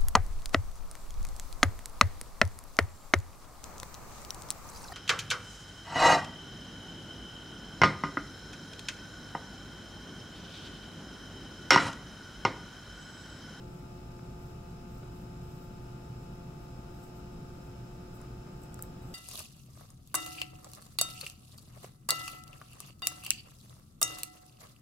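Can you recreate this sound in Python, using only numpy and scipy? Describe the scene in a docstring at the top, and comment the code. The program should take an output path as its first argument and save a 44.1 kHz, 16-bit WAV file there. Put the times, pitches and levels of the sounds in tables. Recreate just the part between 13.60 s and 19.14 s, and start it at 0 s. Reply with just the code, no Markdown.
"""Ventilation rumbles in a quiet workshop, the mains hum and a small cooling fan whines, slowly gaining speed.
Close to a phone, fingers rub insulated wires with a thin, high squeak; then come duller wire drags.
Near the end, wire ends tick against a terminal block: a snap and a short decaying ring.
Now and then, mostly near the end, the circuit board knocks on the bench top: damped modes struck and scraped.
Rubs and drags are friction noise, fan and hum sums of sines, the ventilation noise partly alike in both channels."""
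import sys
import numpy as np
from scipy import signal
from scipy.fft import rfft, irfft
from scipy.io import wavfile

SR = 44100
rng = np.random.default_rng(int(sys.argv[2]) if len(sys.argv) > 2 else 0)


def int16_out(signal):
    """Quantize to a 16-bit WAV file."""
    q = np.round(np.clip(np.atleast_2d(signal).T, -1, 1) * 32767)
    wavfile.write(sys.argv[1], SR, q.astype(np.int16))


N = 244314
TIME = np.arange(N) / SR
FREQ = np.fft.rfftfreq(N, 1 / SR) + 1e-3  # the offset keeps logarithms and divisions finite at 0 Hz


def undb(db):
    """Level in decibels to amplitude ratio."""
    return 10 ** (np.asarray(db) / 20)


def over_frequency(table):
    """Spectral envelope: each column after the frequency, interpolated on a log-frequency axis."""
    hz, *columns = np.transpose(table)
    return np.array([np.interp(np.log(FREQ), np.log(hz), column) for column in columns])


def walk(rate_hz):
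    """Low-passed Gaussian noise: a smooth random drift of unit spread, about rate_hz changes a second."""
    low_pass = np.exp(-(FREQ / rate_hz) ** 2)
    drift = irfft(rfft(rng.standard_normal(N)) * low_pass, N)
    return drift / drift.std()


def decay(age, t60):
    """Exponential decay of free vibration: amplitude falls by 60 dB in t60 seconds."""
    return np.exp(-np.log(1000) * age / t60)


def resonance(hz, width_hz):
    """Complex frequency response of one damped resonator, of unit gain at its centre."""
    return 1 / (1 + 1j * (FREQ ** 2 - hz ** 2) / (FREQ * width_hz))


def ports(contact_sound):
    """Linear filtering: close contacts excite the resonances of the two microphone ports."""
    # colour of small close contacts at each port: (frequency [Hz], left [dB], right [dB])
    port_colour = [(2000, -40, -34), (4500, -36, -28), (5670, -29, -14), (7160, -35, -2.5), (7920, 2, 7),
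                   (8400, -7.5, -4), (10300, -12, -5.5), (11300, 0.5, -20), (12800, -1, -13),
                   (15300, -1.5, -24), (17000, -14, -32)]
    db = over_frequency(port_colour)
    mean_power_db = 10 * np.log10(np.mean(undb(db) ** 2))  # over both ports, so white noise keeps its power
    return irfft(rfft(contact_sound) * undb(db - mean_power_db), N)


def stroke(start_s, length_s, rise=0.53, flank=0.81):
    """Velocity envelope of one rub or drag, 0-1: it swells for the share rise, then eases off."""
    top_s = start_s + length_s * rise
    ramp = np.interp(TIME, [start_s, top_s, start_s + length_s], [0, 1, 0])
    return np.sin(np.pi / 2 * ramp) ** flank


def wire_friction(grain_db=2.0, slip_db=2.2, left_db=-4, right_db=-2.5,
                  squeak_hz=13600, squeak_width_hz=1100, squeak_lift=2.8):
    """Dry friction of fingers on wires and of wires dragged along: fine grains in uneven slips.

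    Finger rubs squeak with a thin, high edge; wire drags are duller."""
    # finger rubs, then wire drags from 4.5 s on:
    # (start [s], length [s], level before the channel gains [dB], squeaking power share [0-1])
    rubs_and_drags = [(.75, .22, -71, .8), (1.29, .13, -69, .8), (1.48, .2, -69, .9), (1.768, 0.4, -69, 1),
                      (2.96, .11, -73, .4), (3.29, 0.22, -70, .8), (3.52, .11, -69, .7),
                      (4.01, .09, -72, .6), (4.53, .055, -61, 0.1), (5.01, .07, -63.5, 0),
                      (5.378, 0.24, -63.5, 0.1)]
    dull, squeaky = np.zeros((2, N))
    for start_s, length_s, db, squeak in rubs_and_drags:
        speed = undb(db) * stroke(start_s, length_s)
        dull += np.sqrt(1 - squeak) * speed
        squeaky += np.sqrt(squeak) * speed

    # the fingers never rest: faint brushing at -81 dB, 6 dB spread, about 6 changes a second
    brush = undb(-81 + 6 * walk(6))
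    dull = np.hypot(dull, brush)

    roughness = undb(grain_db * walk(270) + slip_db * walk(35))
    rub, catch = rng.standard_normal((2, 2, N)) * roughness
    edge = 1 + squeak_lift * abs(resonance(squeak_hz, squeak_width_hz)) ** 2
    squeaking = irfft(rfft(catch * squeaky) * edge / edge.mean(), N)
    return ports(rub * dull + squeaking) * undb([[left_db], [right_db]])


def ticks(snap=1.14, tail_db=-29, tail_t60=0.19, body_hz=6000, body_width_hz=3000):
    """Impact excitation: a sharp snap and a ring of milliseconds, with a faint scatter off the bench."""
    # wire ends on terminals, before filtering:
    # (time [s], level [dB], left minus right of ring [dB], plastic body re tick [dB])
    wire_ticks = [(4.6153, -49.5, -10, -7), (5.0175, -55, 8, -13), (5.036, -52, -9, -14),
                  (5.1433, -41, -0.5, 1), (5.1915, -52, -3, 7), (5.2243, -26.5, 3, -28),
                  (5.2355, -50, -5, -10)]
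    # a hard tick springs clear at once, a soft one lingers: the ring doubles for each 30 dB softer
    ref_t60, ref_db, doubling_db = 0.0045, -31, 30
    metal, plastic = np.zeros((2, 2, N))
    age = TIME[:SR // 5]
    for start_s, db, pan_db, body_db in wire_ticks:
        ring_t60 = ref_t60 * 2 ** ((ref_db - db) / doubling_db)
        envelope = decay(age, ring_t60) + undb(tail_db) * decay(age, tail_t60)
        tick = envelope * rng.choice([-1, 1], (2, len(age)))
        tick[:, 0] = [2 * snap, snap]  # the first wavefront strikes the left port harder
        tick *= undb([[db + pan_db / 2], [db - pan_db / 2]])
        start = int(start_s * SR)
        metal[:, start:start + len(age)] += tick
        plastic[:, start:start + len(age)] += tick * undb(body_db)
    body = irfft(rfft(plastic) * resonance(body_hz, body_width_hz), N)
    return ports(metal) + body


def knocks(scrape=0.16):
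    """Modal excitation: a soft nudge, then a short scrape, ring the damped modes of the hand-held board."""
    # board nudged or dragged on the bench: (time [s], level of the push [dB], scrape 1/e decay time [s])
    board_knocks = [(0.592, -53.5, 0.0024), (1.43, -56.5, 0.0068), (4.602, -62, 0.045), (4.637, -63, 0.028),
                    (4.863, -64, 0.034), (5.193, -47.5, 0.00075), (5.236, -55.5, 0.0061)]
    # modes of the board: (frequency [Hz], t60 [s], left [dB], right [dB])
    board_modes = [(610, 0.049, -7, -8), (1306, 0.017, 7, -8), (1520, 0.0059, 2, 0), (2020, 0.01, -11, -5),
                   (2870, 0.01, -17, -20), (3780, 0.0094, -11, -5), (4930, 0.014, -6, -11)]
    age = TIME[:SR // 5]
    body = np.zeros((2, len(age)))
    for hz, t60, left_db, right_db in board_modes:
        body += undb([[left_db], [right_db]]) * np.sin(2 * np.pi * hz * age) * decay(age, t60)

    out = np.zeros((2, N))
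    for start_s, db, scrape_s in board_knocks:
        push = scrape * rng.standard_normal(len(age)) * np.exp(-age / scrape_s)
        push[0] = 1  # the nudge
        knock = signal.fftconvolve(body, push[None], axes=1)[:, :len(age)]
        start = int(start_s * SR)
        out[:, start:start + len(age)] += undb(db) * knock
    return out


def fan(waver_db=0.57, waver_hz=0.9, flutter_rad=0.11, flutter_hz=7.8):
    """Harmonics of shaft rotation; each wavers and shifts as the moving arm changes its path to each port."""
    # tones, as mean levels before the arm moves: (multiple of the shaft rate, left [dB], right [dB],
    # phase lead of the left [rad], change at full reach: left [dB], right [dB])
    shaft_tones = [(1, -57.5, -60, 0, 0, 1), (3, -65, -81, 2.5, 1.5, 0), (4, -66.5, -64.5, 0.56, 1, -5),
                   (5, -59.5, -66.5, 1.32, -6, 5), (7, -64, -81, -1, -2, -2), (8, -73, -92, -3, -3, -4),
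                   (9, -75.5, -77, -1.4, 1, -1), (13, -88, -80.5, -0.6, -1.5, -1)]
    shaft_hz, rise_hz_per_s = 173.25, 0.235  # the fan gains speed evenly
    turns = np.cumsum(shaft_hz + rise_hz_per_s * TIME) / SR
    # the right arm reaches across the bench in one move
    reach_start_s, reach_length_s = 3.75, 1.2
    reach = np.clip((TIME - reach_start_s) / reach_length_s, 0, 1)
    out = np.zeros((2, N))
    for order, left_db, right_db, lead, left_shift_db, right_shift_db in shaft_tones:
        phase = 2 * np.pi * (order * turns + rng.random()) + flutter_rad * walk(flutter_hz)
        left_level_db = left_db + left_shift_db * reach + waver_db * walk(waver_hz)
        right_level_db = right_db + right_shift_db * reach + waver_db * walk(waver_hz)
        out[0] += undb(left_level_db) * np.sin(phase + lead)
        out[1] += undb(right_level_db) * np.sin(phase)
    return np.sqrt(2) * out  # levels are RMS


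def mains(mains_hz=60.01, waver_db=1.0, waver_hz=3.0):
    """Harmonics of the alternating current: transformer hum of fixed pitch, wavering slightly in level."""
    # hum, as mean levels: (multiple of the mains rate, left [dB], right [dB], phase lead of the left [rad])
    hum_tones = [(2, -61.5, -63, -0.088), (6, -57.5, -55.5, -0.59)]
    out = np.zeros((2, N))
    for order, left_db, right_db, lead in hum_tones:
        phase = 2 * np.pi * (order * mains_hz * TIME + rng.random())
        swell = np.sqrt(2) * undb(waver_db * walk(waver_hz))  # levels are RMS
        out[0] += swell * undb(left_db) * np.sin(phase + lead)
        out[1] += swell * undb(right_db) * np.sin(phase)
    return out


def room_air():
    """Spatial coherence of ventilation noise: long waves reach both ports alike, the hiss is nearly unrelated."""
    # steady air and hiss, before the humps: (frequency [Hz], left [dB per Hz], right [dB per Hz])
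    air_spectrum = [(15.3, -79, -73.5), (53, -65, -66.5), (91, -74, -73), (154.7, -68, -67.5),
                    (307, -78, -81), (678, -86.5, -89.5), (1060, -92, -95), (2000, -101.4, -100.4),
                    (4350, -103.6, -103.4), (5340, -109.1, -103.2), (7480, -112.1, -101.5),
                    (8660, -112.1, -109.3), (12300, -108.1, -114.9), (15100, -109.6, -117.4)]
    # narrow humps and dips: (frequency [Hz], width [Hz], left lift [dB], right lift [dB])
    air_humps = [(122, 12.6, 9, 9.5), (804, 44, 3.5, 4.5), (1352, 375, 10.5, 3), (2596, 250, 8.5, 5.5),
                 (2954, 98, 9, -3), (3840, 82, 2.5, 9.5), (5120, 270, 9.5, 6), (5246, 110, 10, 9),
                 (7940, 330, -5, 3), (13500, 1100, -1.5, -2)]
    # likeness of the two channels: (frequency [Hz], correlation [-1 to 1])
    coherence = [(60, 0.99), (150, 1), (290, 0.92), (640, -0.018), (1400, -0.12), (3000, -0.0012)]
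    db = over_frequency(air_spectrum)
    for hz, width_hz, left_db, right_db in air_humps:
        detuning = (FREQ - hz) / width_hz * 2
        db += np.array([[left_db], [right_db]]) / (1 + detuning ** 2 / 2) ** 2

    alike = over_frequency(coherence)[0]
    mid, side = rfft(rng.standard_normal((2, N)))
    common = mid * np.sqrt((1 + alike) / 2)
    opposed = side * np.sqrt((1 - alike) / 2)
    pair = np.array([common + opposed, common - opposed])
    return irfft(pair * undb(db) * np.sqrt(SR / 2), N)  # unit noise scaled to unit power per Hz


def scene():
    """Superposition: handling close by, over the fan, the hum and the room air."""
    return wire_friction() + ticks() + knocks() + fan() + mains() + room_air()


def record(dry):
    """Band limiting: the phone cuts the top with a steep elliptic low-pass at 15750 Hz."""
    low_pass = signal.ellip(10, .1, 70, 15750, fs=SR, output="sos")  # order, ripple dB, stopband dB, edge Hz
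    return signal.sosfilt(low_pass, dry)


dry = scene()
out = record(dry)
int16_out(out)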